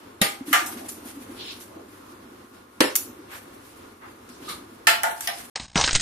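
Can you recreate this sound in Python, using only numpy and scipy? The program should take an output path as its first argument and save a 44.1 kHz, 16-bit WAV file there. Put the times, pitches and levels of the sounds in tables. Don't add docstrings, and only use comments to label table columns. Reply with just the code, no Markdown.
import sys
import numpy as np
from scipy import signal
from scipy.io import wavfile
from scipy.ndimage import uniform_filter1d

SR = 44100
rng = np.random.default_rng(int(sys.argv[2]) if len(sys.argv) > 2 else 0)


def dump(signal):
    limited = np.clip(np.atleast_2d(signal).T, -1, 1)
    pcm = np.round(limited * 32767).astype(np.int16)
    wavfile.write(sys.argv[1], SR, pcm)


def gain_from_db(level_db):
    decades = np.asarray(level_db, float) / 20
    return 10 ** decades


N = 265041
T = np.arange(N) / SR
CUT_S, RESUME_S = 5.499, 5.553
EDGES_HZ = 22 * 2 ** np.arange(0, 9.6, 1 / 3)
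CENTRES_HZ = np.sqrt(EDGES_HZ[1:] * EDGES_HZ[:-1])
BANK = [signal.butter(2, EDGES_HZ[k:k + 2], "band", fs=SR, output="sos") for k in range(len(CENTRES_HZ))]

# start in seconds, level in dB, frequency in hertz, t60 in seconds,
# push (positive) or pull (negative) as a factor.
CASING_BUMPS = [
    (5.6, -22, 220, 0.016, 1),
    (5.7579, -8, 182, 0.029, -1.34),
    (5.93, -17.5, 6.9, 0.19, 1),
    (5.952, -18, 8.7, 0.24, 0.94),
]
# time in seconds, level in dB.
HAND_UNREST = [(0.0, -50.5), (0.4, -54.5), (0.5, -44.5), (0.8, -42), (1.12, -48.5), (1.3, -39.5),
               (1.64, -50), (2.33, -48.5), (2.7, -60.5), (3.08, -43), (3.8, -59.5), (4.33, -52.5),
               (4.46, -42.5), (4.7, -49), (5.0, -57.5), (5.5, -58)]


def edge_hit():
    # time in seconds, peak in dB, brightness in dB per octave, echo in dB.
    edge_blows = [
        (0.2108, -31, -6.5, -17),
        (0.2142, -6, -1, -8),
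    ]
    # frequency in hertz, level per hertz in dB.
    edge_colour = [(71, -46), (120, -12), (586, -15.5), (662, -22), (812, -6.5), (975, -18), (1220, -19),
                   (1870, -7.5), (6460, -12.5), (10300, -9.5), (15500, -19)]
    # frequency in hertz, level in dB, t60 in seconds.
    edge_modes = [(204, 3.5, 0.067), (524, -7, 0.13), (615, -8, 0.29), (800, -9, 0.45), (1220, -5.5, 0.37),
                  (1870, -2, 0.18), (2170, -2, 0.14), (2670, -6, 0.2), (3690, 7.5, 0.052), (3980, 6, 0.041)]
    return knocks(edge_blows, edge_colour, edge_modes,
                  ring_db=-15.0, crack_db=-6.0, crack_tilt_db=0.1, crack_s=0.0033)


def first_bounces():
    # time in seconds, peak in dB, brightness in dB per octave, echo in dB.
    first_blows = [
        (0.528, -4.5, 0.3, -7.5),
        (0.767, -42, 0.3, -1.5),
    ]
    # frequency in hertz, level per hertz in dB.
    first_colour = [(240, -55), (400, -25.5), (1080, -13), (1190, -18), (1540, -10), (1690, -9),
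                    (4160, -22.5), (4840, -24), (5390, -20), (11400, -24), (15500, -29)]
    # frequency in hertz, level in dB, t60 in seconds.
    first_modes = [(717, -3, 0.38), (780, -11, 0.4), (1192, 5.5, 0.34), (1376, 4, 0.29), (1634, 3, 0.2),
                   (1725, 1, 0.3), (2004, 5.5, 0.11), (2150, -4, 0.21), (2250, -14, 0.22),
                   (2540, -7, 0.081), (2940, 0.5, 0.11), (3100, 0, 0.17), (3370, -4.5, 0.14),
                   (4020, -14, 0.15)]
    return knocks(first_blows, first_colour, first_modes,
                  ring_db=-17.5, crack_db=-12.0, crack_tilt_db=10.0, crack_s=0.0032)


def set_down():
    # time in seconds, peak in dB, brightness in dB per octave, echo in dB.
    set_blows = [
        (2.804, -1.6, 0.25, -13.5),
        (2.839, -16.5, -1, -13),
    ]
    # frequency in hertz, level per hertz in dB.
    set_colour = [(71, -52), (120, -25), (353, 1), (407, -13.5), (509, -6.5), (552, -9.5), (5380, -15),
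                  (6870, -21), (10300, -19), (14000, -31), (15500, -84)]
    # frequency in hertz, level in dB, t60 in seconds.
    set_modes = [(144, -16, 0.099), (274, -1, 0.16), (330, -10, 0.32), (513, 0.5, 0.28), (598, -3, 0.3),
                 (982, -10, 0.25), (1086, -9, .25), (1320, -1, 0.16), (1590, -9, 0.2), (1740, -7, .22),
                 (1776, -2.5, 0.24), (1920, 7.5, 0.07), (2180, -15, .2), (2471, -5, 0.16)]
    return knocks(set_blows, set_colour, set_modes,
                  ring_db=-19.5, crack_db=0.0, crack_tilt_db=-2.5, crack_s=0.0031)


def let_go():
    # time in seconds, peak in dB, brightness in dB per octave, echo in dB.
    release_blows = [
        (2.953, -8.5, -0.1, -12),
        (2.9595, -8, 8, -27),
    ]
    # frequency in hertz, level per hertz in dB.
    release_colour = [(500, -54), (1200, -16), (3300, -12), (4300, -12), (5200, -5.5), (7000, -1.5),
                      (9300, -4), (12500, -1), (16000, -1)]
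    # frequency in hertz, level in dB, t60 in seconds.
    release_modes = [(4300, -12, 0.13), (9254, -2, 0.13), (10200, -4, .18), (11600, -8, .2),
                     (12260, 4, .15), (13200, 0, .08), (14140, 0, .14), (15600, -10, .2)]
    return knocks(release_blows, release_colour, release_modes,
                  ring_db=-22.0, crack_db=-3.5, crack_tilt_db=-4.0, crack_s=0.0023)


def second_bounce():
    # time in seconds, peak in dB, brightness in dB per octave, echo in dB.
    second_blows = [
        (4.869, -2, 0.32, -7.5),
    ]
    # frequency in hertz, level per hertz in dB.
    second_colour = [(180, -59), (300, -25.5), (600, -18.5), (674, -12.5), (1020, -13.5), (1780, -7),
                     (2170, -9.5), (8420, -16.5), (9450, -37), (10100, -19), (15500, -20)]
    # frequency in hertz, level in dB, t60 in seconds.
    second_modes = [(686, -1, 0.5), (871, -1.5, 0.6), (1298, 5, .12), (1365, -1, 0.47), (1545, -5, 0.18),
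                    (1770, 8.5, 0.21), (1990, 5, 0.097), (2300, -18, 0.2), (2440, -4, 0.1),
                    (2590, -12, 0.3), (2955, -2, 0.46), (3050, -2, 0.31)]
    return knocks(second_blows, second_colour, second_modes,
                  ring_db=-20.0, crack_db=-1.0, crack_tilt_db=-2.5, crack_s=0.0019)


def side_bounce():
    # time in seconds, peak in dB, brightness in dB per octave, echo in dB.
    side_blows = [
        (5.032, -6.5, 0.3, -14),
    ]
    # frequency in hertz, level per hertz in dB.
    side_colour = [(180, -53), (300, -24), (553, -11), (863, 0.5), (1020, -13), (1420, -4), (1540, -8.5),
                   (4960, -21.5), (10400, -18), (15500, -23)]
    # frequency in hertz, level in dB, t60 in seconds.
    side_modes = [(683, -1.5, 0.5), (750, -10.5, 0.6), (877, 0.5, 0.58), (1220, -14, 0.28),
                  (1430, 1.5, 0.35), (1560, -1, 0.089), (1628, -10, 0.37), (1760, -6, 0.38),
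                  (1920, -4, 0.16), (1980, -5, 0.23)]
    return knocks(side_blows, side_colour, side_modes,
                  ring_db=-17.5, crack_db=-4.0, crack_tilt_db=0.5, crack_s=0.0013)


def last_bounces():
    # time in seconds, peak in dB, brightness in dB per octave, echo in dB.
    last_blows = [
        (5.272, -13.5, 0.3, -11),
        (5.384, -41, 0.3, -23),
    ]
    # frequency in hertz, level per hertz in dB.
    last_colour = [(180, -62), (300, -68), (685, 1.5), (953, -16), (1750, -9.5), (5390, -9.5), (8140, -30),
                   (10600, -18), (13800, -25), (15500, -53)]
    # frequency in hertz, level in dB, t60 in seconds.
    last_modes = [(694, 2.5, 0.39), (790, 1.5, 0.28), (1200, -1, 0.22), (1550, -4, .25), (1810, 6, 0.21),
                  (1949, 3, 0.22), (2191, -4, .25), (2730, -12, 0.25), (2960, 2, 0.21), (3289, 2, 0.13)]
    return knocks(last_blows, last_colour, last_modes,
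                  ring_db=-20.5, crack_db=-5.0, crack_tilt_db=6.0, crack_s=0.0038)


def light_touches():
    # time in seconds, peak in dB, brightness in dB per octave, echo in dB.
    snap_blows = [
        (5.206, -20, -2.4, -9.5),
    ]
    brush_blows = [
        (0.884, -30, -1, -12),
        (0.889, -26, 1, -7),
    ]
    tick_blows = [
        (0.66, -27.5, 1, -4.5),
        (4.288, -42, -6, -14),
        (4.487, -29.5, -7.5, -2),
    ]
    # frequency in hertz, level per hertz in dB.
    snap_colour = [(500, -43), (1200, -12), (3000, -11.5), (4300, -9), (6000, -2), (10000, 0),
                   (14000, -1.5), (16000, -9)]
    # frequency in hertz, level in dB, t60 in seconds.
    brush_modes = [(6900, -4, .1), (10060, 7.5, 0.088)]
    out = knocks(snap_blows, snap_colour, [], ring_db=-20, crack_db=-2.5, crack_tilt_db=-1.0, crack_s=0.0025)
    out += knocks(brush_blows, snap_colour, brush_modes,
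                  ring_db=-10.5, crack_db=-7.5, crack_tilt_db=-5.5, crack_s=0.0056)
    out += knocks(tick_blows, snap_colour, [], ring_db=-20, crack_db=-2.5, crack_tilt_db=-1.5, crack_s=0.012)
    return out


def knocks(hits, colour, modes, ring_db, crack_db, crack_tilt_db, crack_s):
    # frequency in hertz, t60 in seconds.
    room_t60 = [(150, 0.17), (400, 0.36), (1040, 0.38), (2760, 0.31), (7280, 0.28)]
    # delay after the blow in seconds, level in dB.
    arrivals = [
        (0.0015, -9),
        (0.0055, -18.5),
        (0.009, -12.5),
    ]
    mic_lag_s = 0.0005
    out, t = np.zeros((2, N)), T[:SR // 3]
    dying = gain_from_db(-120 * t / at_hz(room_t60, CENTRES_HZ)[:, None])
    for s, peak_db, tilt_db, echo_db in hits:
        crack = band_power(colour, tilt_db + crack_tilt_db)[:, None] * np.exp(-t / crack_s) * gain_from_db(crack_db) ** 2
        echo = band_power(colour, tilt_db)[:, None] * gain_from_db(echo_db) ** 2 * (1 - np.exp(-t / 0.012)) * dying
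        add(out, gain_from_db(peak_db) * diffuse(crack + echo, wall_noise(len(t)), first=7), s + 0.001)
        front = wavefront(crack[:, 0])
        for late_s, loss_db in arrivals:
            for ear, lag_s in zip(out, rng.permutation([0, mic_lag_s])):
                add(ear, gain_from_db(peak_db + crack_db + loss_db) * front, s + late_s + lag_s)
        for hz, level_db, t60 in modes:
            add(out, mode(t, hz, peak_db + level_db + ring_db, t60), s)
    return out


def wall_noise(length):
    wall = rng.standard_normal(SR // 10) * gain_from_db(-60 * T[:SR // 10] / 0.14)
    wall[0] = 32
    noise = rng.standard_normal((2, 2, length + len(wall) - 1))
    return rms_one(signal.fftconvolve(noise, wall[None, None], "valid"))


def wavefront(power):
    click = np.zeros(SR // 50)
    click[0] = 1
    out = sum(band(click, k) * np.sqrt(power[k] / CENTRES_HZ[k]) for k in range(10, len(power)))
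    return out / np.abs(out).max()


def mode(t, hz, level_db, t60):
    twins_db, twin_spread_hz = -7, 30
    ring_rise_s = 0.0042
    mic_phase = rng.uniform(0.5, 0.95) * rng.choice([-1, 1]) * np.array([[1], [-1]]) * min(hz / 600, 1) ** 2
    phase = rng.uniform(0, 2 * np.pi) + mic_phase
    tone = np.sin(2 * np.pi * hz * t + phase)
    for off, start in rng.uniform(-1, 1, (3, 2)) * [0.25, 1] + [[-1, 0], [0.6, 0], [1.5, 0]]:
        twin_hz = hz + twin_spread_hz * off * np.sqrt(hz / 1000)
        tone += gain_from_db(twins_db) * np.sin(2 * np.pi * twin_hz * t + np.pi * start + phase[::-1])
    rise_s = ring_rise_s * min(1000 / hz, (hz / 550) ** 2)
    return gain_from_db(level_db - 60 * t / min(t60, 0.45)) * (1 - np.exp(-t / rise_s)) * tone


def wrapper():
    # start in seconds, peak in dB, frequency in hertz, t60 in seconds.
    film_cracks = [(5.5556, -17.5, 2400, 0.046), (5.558, -10.5, 5000, 0.026), (5.574, -22, 2110, 0.022),
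                   (5.5981, -16.5, 3700, 0.031), (5.7562, -4.5, 2730, 0.022), (5.761, -8, 1210, 0.035),
                   (5.767, -11, 1400, .04), (5.7895, -10, 1100, 0.047), (5.7759, -2.5, 4540, 0.035),
                   (5.776, -27, 6800, .02), (5.783, -10.5, 1020, 0.037), (5.796, -22, 900, 0.049),
                   (5.811, -1.5, 5340, 0.014), (5.8138, -7, 3600, 0.025), (5.839, -3, 3850, 0.04),
                   (5.844, -8, 5040, .04), (5.862, -11, 6500, 0.052), (5.8767, -2.5, 4500, 0.0068),
                   (5.8769, -6.5, 1680, 0.049), (5.883, -17, 1700, 0.026), (5.891, -5, 1970, 0.019),
                   (5.892, -10, 3500, 0.011), (5.909, -4.5, 5250, 0.0099), (5.912, -15, 4000, .03),
                   (5.9292, -3.5, 8300, 0.033), (5.9495, -7, 2540, 0.022), (5.951, 3, 5940, 0.019),
                   (5.9532, -6.5, 3500, 0.036), (5.958, 1.5, 8300, 0.016), (5.958, -4.5, 2520, 0.02),
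                   (5.965, -23, 3000, 0.061), (6.004, -19, 4500, 0.015), (6.0085, -6.5, 7950, 0.015)]
    # start in seconds, end in seconds, frequency in hertz, level in dB.
    squeak = (5.765, 5.812, 5859, -25.5)
    out, t = rustle(), T[:SR // 5]
    for s, peak_db, hz, t60 in film_cracks:
        burst = rng.standard_normal(len(t)) * (1 - np.exp(-t / 0.00048)) * gain_from_db(-60 * t / t60)
        pitched = ring(burst, hz, 7.7 / hz)
        burst = np.diff(burst, prepend=0)
        crack = burst / np.abs(burst).max() * 0.071 + pitched / np.abs(pitched).max() * 0.6
        add(out, gain_from_db(peak_db) * crack, s)
    for s, level_db, hz, t60, push in CASING_BUMPS:
        thump = np.sin(2 * np.pi * hz * t + 1.0) * (1 - np.exp(-t / 0.0008))
        add(out, push * gain_from_db(level_db - 60 * t / t60) * thump, s)
    start, end, hz, level_db = squeak
    fade = np.clip(np.minimum(T - start, end - T) / 0.0019, 0, 1)
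    out += gain_from_db(level_db) * fade * np.sin(2 * np.pi * hz * T)
    out = 0.67 * np.tanh(out / 0.8) * np.clip((T - RESUME_S) / 0.001, 0, 1)
    return signal.sosfilt(signal.ellip(8, 0.5, 65, 8900, fs=SR, output="sos"), out)


def rustle():
    # start in seconds, crisp rustle in dB, hold in seconds, t60 in seconds, dull rustle in dB.
    squeezes = [(5.555, -32.5, 0.017, 0.063, -36.5), (5.596, -38, 0.0061, 0.36, -49),
                (5.744, -42, .01, .05, -52), (5.7552, -23, 0.11, 0.088, -24), (5.873, -26, .004, 0.64, -42),
                (5.943, -25, .004, .05, -49), (5.949, -17.5, 0.01, 0.075, -47),
                (5.996, -26, .03, 0.043, -46)]
    # frequency in hertz, level per hertz in dB.
    rustle_colour = [(1400, -1), (1700, 5.5), (2900, 5), (4500, 7.5), (6000, 5), (7300, 3), (8600, 2)]
    rise_s, dull_t60_s, rest_db = 0.0017, 0.28, -50.5
    rumble_below_db, rumble_t60_s, rumble_rest_db = 21.5, 0.67, -62
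    gate_shut_s, gate_slip_s, gate_depth_db = (5.667, 5.746), 0.0065, -11
    gate_opens_s = [5.6806, 5.6976, 5.7151, 5.731]
    late = slice(N - SR // 2, N)

    crisp_gain, dull_gain, rumble_gain = gain_from_db(rest_db), gain_from_db(rest_db - 3), gain_from_db(rumble_rest_db)
    for s, crisp_db, held, t60, dull_db in squeezes:
        crisp_gain = crisp_gain + gain_from_db(crisp_db) * swell(s, rise_s, held, t60)[late]
        dull_fall = min(dull_t60_s, t60 + 4 * held)
        dull_gain = dull_gain + gain_from_db(dull_db) * swell(s, rise_s, 0.53 * held, dull_fall)[late]
    for s, bump_db, *_ in CASING_BUMPS:
        rumble_gain = rumble_gain + gain_from_db(bump_db - rumble_below_db) * swell(s, 0.0035, 0, rumble_t60_s)[late]

    grains = (rng.standard_normal(N) * gain_from_db(2.0 * drift(300)))[late]
    crisp = sum(band(grains, k) * gain_from_db(at_hz(rustle_colour, hz))
                for k, hz in enumerate(CENTRES_HZ[:27]) if hz > 1300)
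    dull = signal.sosfilt(signal.butter(2, [650, 1500], "band", fs=SR, output="sos"), grains)
    rumble = signal.sosfilt(signal.butter(2, [20, 140], "band", fs=SR, output="sos"), grains[::-1])

    slipped = np.any([(T > s) & (T < s + gate_slip_s) for s in gate_opens_s], axis=0)
    shut = (T > gate_shut_s[0]) & (T < gate_shut_s[1]) & ~slipped
    flutter = gain_from_db(gate_depth_db * uniform_filter1d(shut * 1.0, size=44))[late]
    out = np.zeros(N)
    out[late] = flutter * (crisp_gain * rms_one(crisp) + dull_gain * rms_one(dull) + rumble_gain * rms_one(rumble))
    return out


def add_scuffs(power):
    # time of the top in seconds, rise in seconds, level in dB, centre in hertz, width in octaves.
    scuffs = [(0.7, 0.04, -44, 830, 0.17), (0.85, 0.09, -46.5, 660, 0.21), (1.08, 0.063, -48.5, 720, 0.22),
              (1.07, 0.013, -52, 13000, 0.99), (0.778, .006, -45, 9000, 1.4),
              (1.058, 0.0074, -48, 12000, 0.35), (1.415, 0.032, -39.5, 3600, 0.23),
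              (1.57, 0.016, -59, 7700, 0.78), (1.507, 0.074, -38, 3700, 0.34),
              (1.61, 0.01, -44, 14000, 1.06), (1.82, 0.16, -48.5, 510, 0.56), (2.12, 0.06, -57, 9000, 1.1),
              (2.55, .02, -57, 9000, 2.1), (3.35, 0.05, -40.5, 1550, 0.69), (3.36, 0.049, -45, 12400, 0.76),
              (3.79, 0.099, -56.5, 9000, 3.2), (4.05, 0.034, -44, 1280, 0.46),
              (4.44, 0.027, -48, 1300, 1.8), (4.47, 0.031, -48, 3800, 0.33),
              (4.5, 0.018, -36.5, 3900, 0.15), (4.52, 0.051, -44.5, 9500, 0.19),
              (5.36, 0.027, -51, 8400, 0.55), (2.14, 0.17, -53, 1160, 0.16), (2.7, 0.048, -70, 1500, 0.35),
              (4.35, 0.059, -54, 5800, 0.44)]
    grain = gain_from_db(0.7 * drift(80)) ** 2
    for s, rise, level_db, hz, octaves in scuffs:
        near = slice(round((s - 0.2) * SR), round((s + 0.3) * SR))
        t = T[near] - s
        stroke = np.where(t < 0, np.exp(-(t / rise) ** 2 * 2), gain_from_db(-120 * np.abs(t) / 0.28))
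        share = np.exp(-0.5 * (np.log2(CENTRES_HZ / hz) / octaves) ** 2)
        power[:, near] += gain_from_db(level_db + 1.5) ** 2 * share[:, None] / share.sum() * stroke * grain[near]


def rolling_power():
    # start in seconds, length in seconds, level in dB.
    rolls = [(0.492, 0.054, -40), (0.63, 0.14, -46), (0.798, 0.75, -50.5), (1.912, 0.038, -60),
             (2.85, 0.11, -66), (3.535, 0.17, -61), (4.427, 0.028, -54), (5.103, 0.089, -42),
             (5.227, 0.16, -38.5)]
    # frequency in hertz, level per hertz in dB.
    roll_colour = [(500, -1.5), (1500, 5.5), (4000, 0), (7000, -1), (10500, 3.5), (13000, -1.5),
                   (15000, -18)]
    rise_s, t60_s, rest_db = 0.04, 0.43, -62
    rolling = gain_from_db(rest_db) + sum(gain_from_db(db) * swell(s - rise_s, rise_s, held, t60_s) for s, held, db in rolls)
    return band_power(roll_colour)[:, None] * (rolling * gain_from_db(3.1 * drift(22) - 1.9)) ** 2


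def fingers():
    # start in seconds, peak in dB, frequency in hertz.
    grips = [(0.408, -19, 267), (0.48, -18, 292), (0.509, -16, 291), (0.617, -23, 323), (0.729, -25, 320),
             (0.786, -28, 300), (0.857, -27, 293), (1.054, -27, 257), (1.17, -24, 275), (1.212, -26, 258),
             (1.292, -28, 274), (1.763, -27, 319), (3.055, -37, 314), (3.19, -29.5, 316),
             (4.299, -30.5, 254), (4.418, -27.5, 253), (4.582, -33, 275)]
    slips = (rng.random(N) < 300 / SR) * gain_from_db(2.43 * rng.exponential(1, N)) * rng.choice([-1, 1], N)
    dealt = rng.integers(0, 3, N)
    thuds = sum(ring(slips * (dealt == k), hz, 0.088) for k, hz in enumerate((245, 295, 350)))
    thuds = signal.sosfilt(signal.butter(2, [190, 520], "band", fs=SR, output="sos"), thuds)
    out = gain_from_db(in_time(HAND_UNREST)[0] - 3.0) * rms_one(thuds)
    t = T[:SR // 10]
    for s, peak_db, hz in grips:
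        pulse = t / 0.0072 * np.exp(1 - t / 0.0057)
        add(out, gain_from_db(peak_db - 6.5) * pulse * np.sin(2 * np.pi * hz * t), s)
    return out


def whistles():
    # frequency in hertz, width in hertz, level in dB.
    air_lines = [(1096, 70, -62), (1201, 62, -64), (1423, 7.3, -65.5)]
    # start in seconds, frequency in hertz, width in hertz,
    # level in dB, t60 in seconds.
    slide = (4.478, 1221, 120, -37.5, 0.3)
    out, noise = 0, rng.standard_normal((2, N))
    for hz, width_hz, level_db in air_lines:
        out = out + gain_from_db(level_db) * rms_one(ring(noise, hz, 2.3 / width_hz)) * (T < CUT_S)
    s, hz, width_hz, level_db, t60 = slide
    t = np.clip(T - s, 0, None)
    sing = (1 - np.exp(-t / 0.0031)) * gain_from_db(-60 * np.clip(t - 0.03, 0, None) / t60)
    return out + gain_from_db(level_db) * sing * rms_one(ring(noise[::-1], hz, 4.3 / width_hz))


def air_power():
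    # frequency in hertz, level per hertz in dB.
    air_colour = [(11, -55), (18, -19), (38, -19.5), (70, -11.5), (95, -3.5), (159, -16.5), (236, -3.5),
                  (322, -5), (452, -5), (492, -7), (536, -11.5), (1150, -11), (2080, -19.5), (10400, -31.5),
                  (15500, -32)]
    mean_db, follows, lag_s = -48, 0.28, 0.11
    arm_db = uniform_filter1d(in_time(HAND_UNREST)[0], round(lag_s * SR))
    level_db = mean_db + follows * (arm_db - arm_db.mean()) + 1.5 * drift(6)
    return band_power(air_colour)[:, None] * gain_from_db(level_db) ** 2


def room_noise():
    power = air_power() + rolling_power()
    add_scuffs(power)
    return diffuse(power, rng.standard_normal((2, 2, N)))


def diffuse(power, white, first=0):
    likeness = [(100, 1), (290, 0.96), (640, -0.41), (1400, -0.0049), (6800, 0.061), (8800, -0.11),
                (10300, 0.99), (12200, 0.49), (15000, 0.47)]
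    out = 0
    for k in range(first, len(CENTRES_HZ)):
        mid, side = band(white[k % 2], k) * np.sqrt(SR / 2 / (EDGES_HZ[k + 1] - EDGES_HZ[k]))
        alike = np.clip(at_hz(likeness, CENTRES_HZ[k]), -1, 1)
        pair = np.sqrt(1 + alike) * mid + np.sqrt(1 - alike) * side * [[1], [-1]]
        out = out + np.sqrt(power[k] / 2) * pair
    return out


def band_power(colour, tilt_db=0.0):
    power = gain_from_db(at_hz(colour, CENTRES_HZ) + tilt_db * np.log2(CENTRES_HZ / 2000)) ** 2 * CENTRES_HZ
    return power / power.sum()


def band(x, k):
    return signal.sosfilt(BANK[k], x)


def ring(clicks, hz, t60):
    r, w = gain_from_db(-60 / (t60 * SR)), 2 * np.pi * hz / SR
    return signal.lfilter([0, np.sin(w)], [1, -2 * r * np.cos(w), r * r], clicks + 1e-18)


def swell(start, rise, held, t60):
    t = T - start
    return np.clip(t / rise, 0, 1) * gain_from_db(-60 * np.clip(t - rise - held, 0, None) / t60)


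def drift(rate):
    knots = np.arange(-1, N / SR * rate * 2 + 1) / (rate * 2)
    return np.interp(T, knots, rng.standard_normal(len(knots))) * 1.22


def at_hz(points, hz):
    return np.interp(np.log(hz), np.log(np.array(points)[:, 0]), np.array(points)[:, 1])


def in_time(rows):
    s, *columns = np.transpose(rows)
    return [np.interp(T, s, c) for c in columns]


def rms_one(x):
    return x / np.sqrt(np.mean(x ** 2) + 1e-20)


def add(out, x, s):
    at = round(s * SR)
    out[..., at:at + x.shape[-1]] += x[..., :N - at]


def treble_dropouts(x):
    holes_from_hz, hole_share, ceiling_hz = 4300, 0.3, 15800
    hz, _, z = signal.stft(x, SR, nperseg=1024)
    energy = np.abs(z) ** 2
    level_db = 10 * np.log10(np.mean(energy, axis=(0, 1)) + 1e-14)
    busy = np.clip((level_db - np.median(level_db)) / 12, 0.25, 1)
    busy[np.gradient(level_db) > 2] = 0
    cells = rng.random((len(hz) // 8 + 1, len(busy) // 5 + 1))
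    cells = cells.repeat(8, 0).repeat(5, 1)[:len(hz), :len(busy)]
    dropped = (cells < hole_share * busy) & (hz[:, None] > holes_from_hz)
    treble_share = np.mean(energy[:, hz > 11000], axis=(0, 1)) / 10 ** (level_db / 10)
    dull = 1 - np.clip(treble_share, 0, 1) ** 2
    dropped |= hz[:, None] > ceiling_hz + 500 * (busy == 0) - 1900 * cells[0] * np.sqrt(busy) * dull
    return signal.istft(z * np.where(dropped, 0.02, 1), SR, nperseg=1024)[1][:, :N]


def scene():
    room = edge_hit() + first_bounces() + set_down() + let_go()
    room += second_bounce() + side_bounce() + last_bounces() + light_touches()
    room += fingers() + whistles() + room_noise()
    room = treble_dropouts(0.92 * np.tanh(room / 0.92))
    return room * np.clip((CUT_S - T) / 0.00066, 0, 1) + wrapper()


def band_limit(x):
    return signal.sosfilt(signal.butter(12, 16470, fs=SR, output="sos"), x)


def record(dry):
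    mix = signal.sosfilt(signal.cheby2(10, 50, 16500, fs=SR, output="sos"), dry)
    return band_limit(mix)


dry = scene()
out = record(dry)
dump(out)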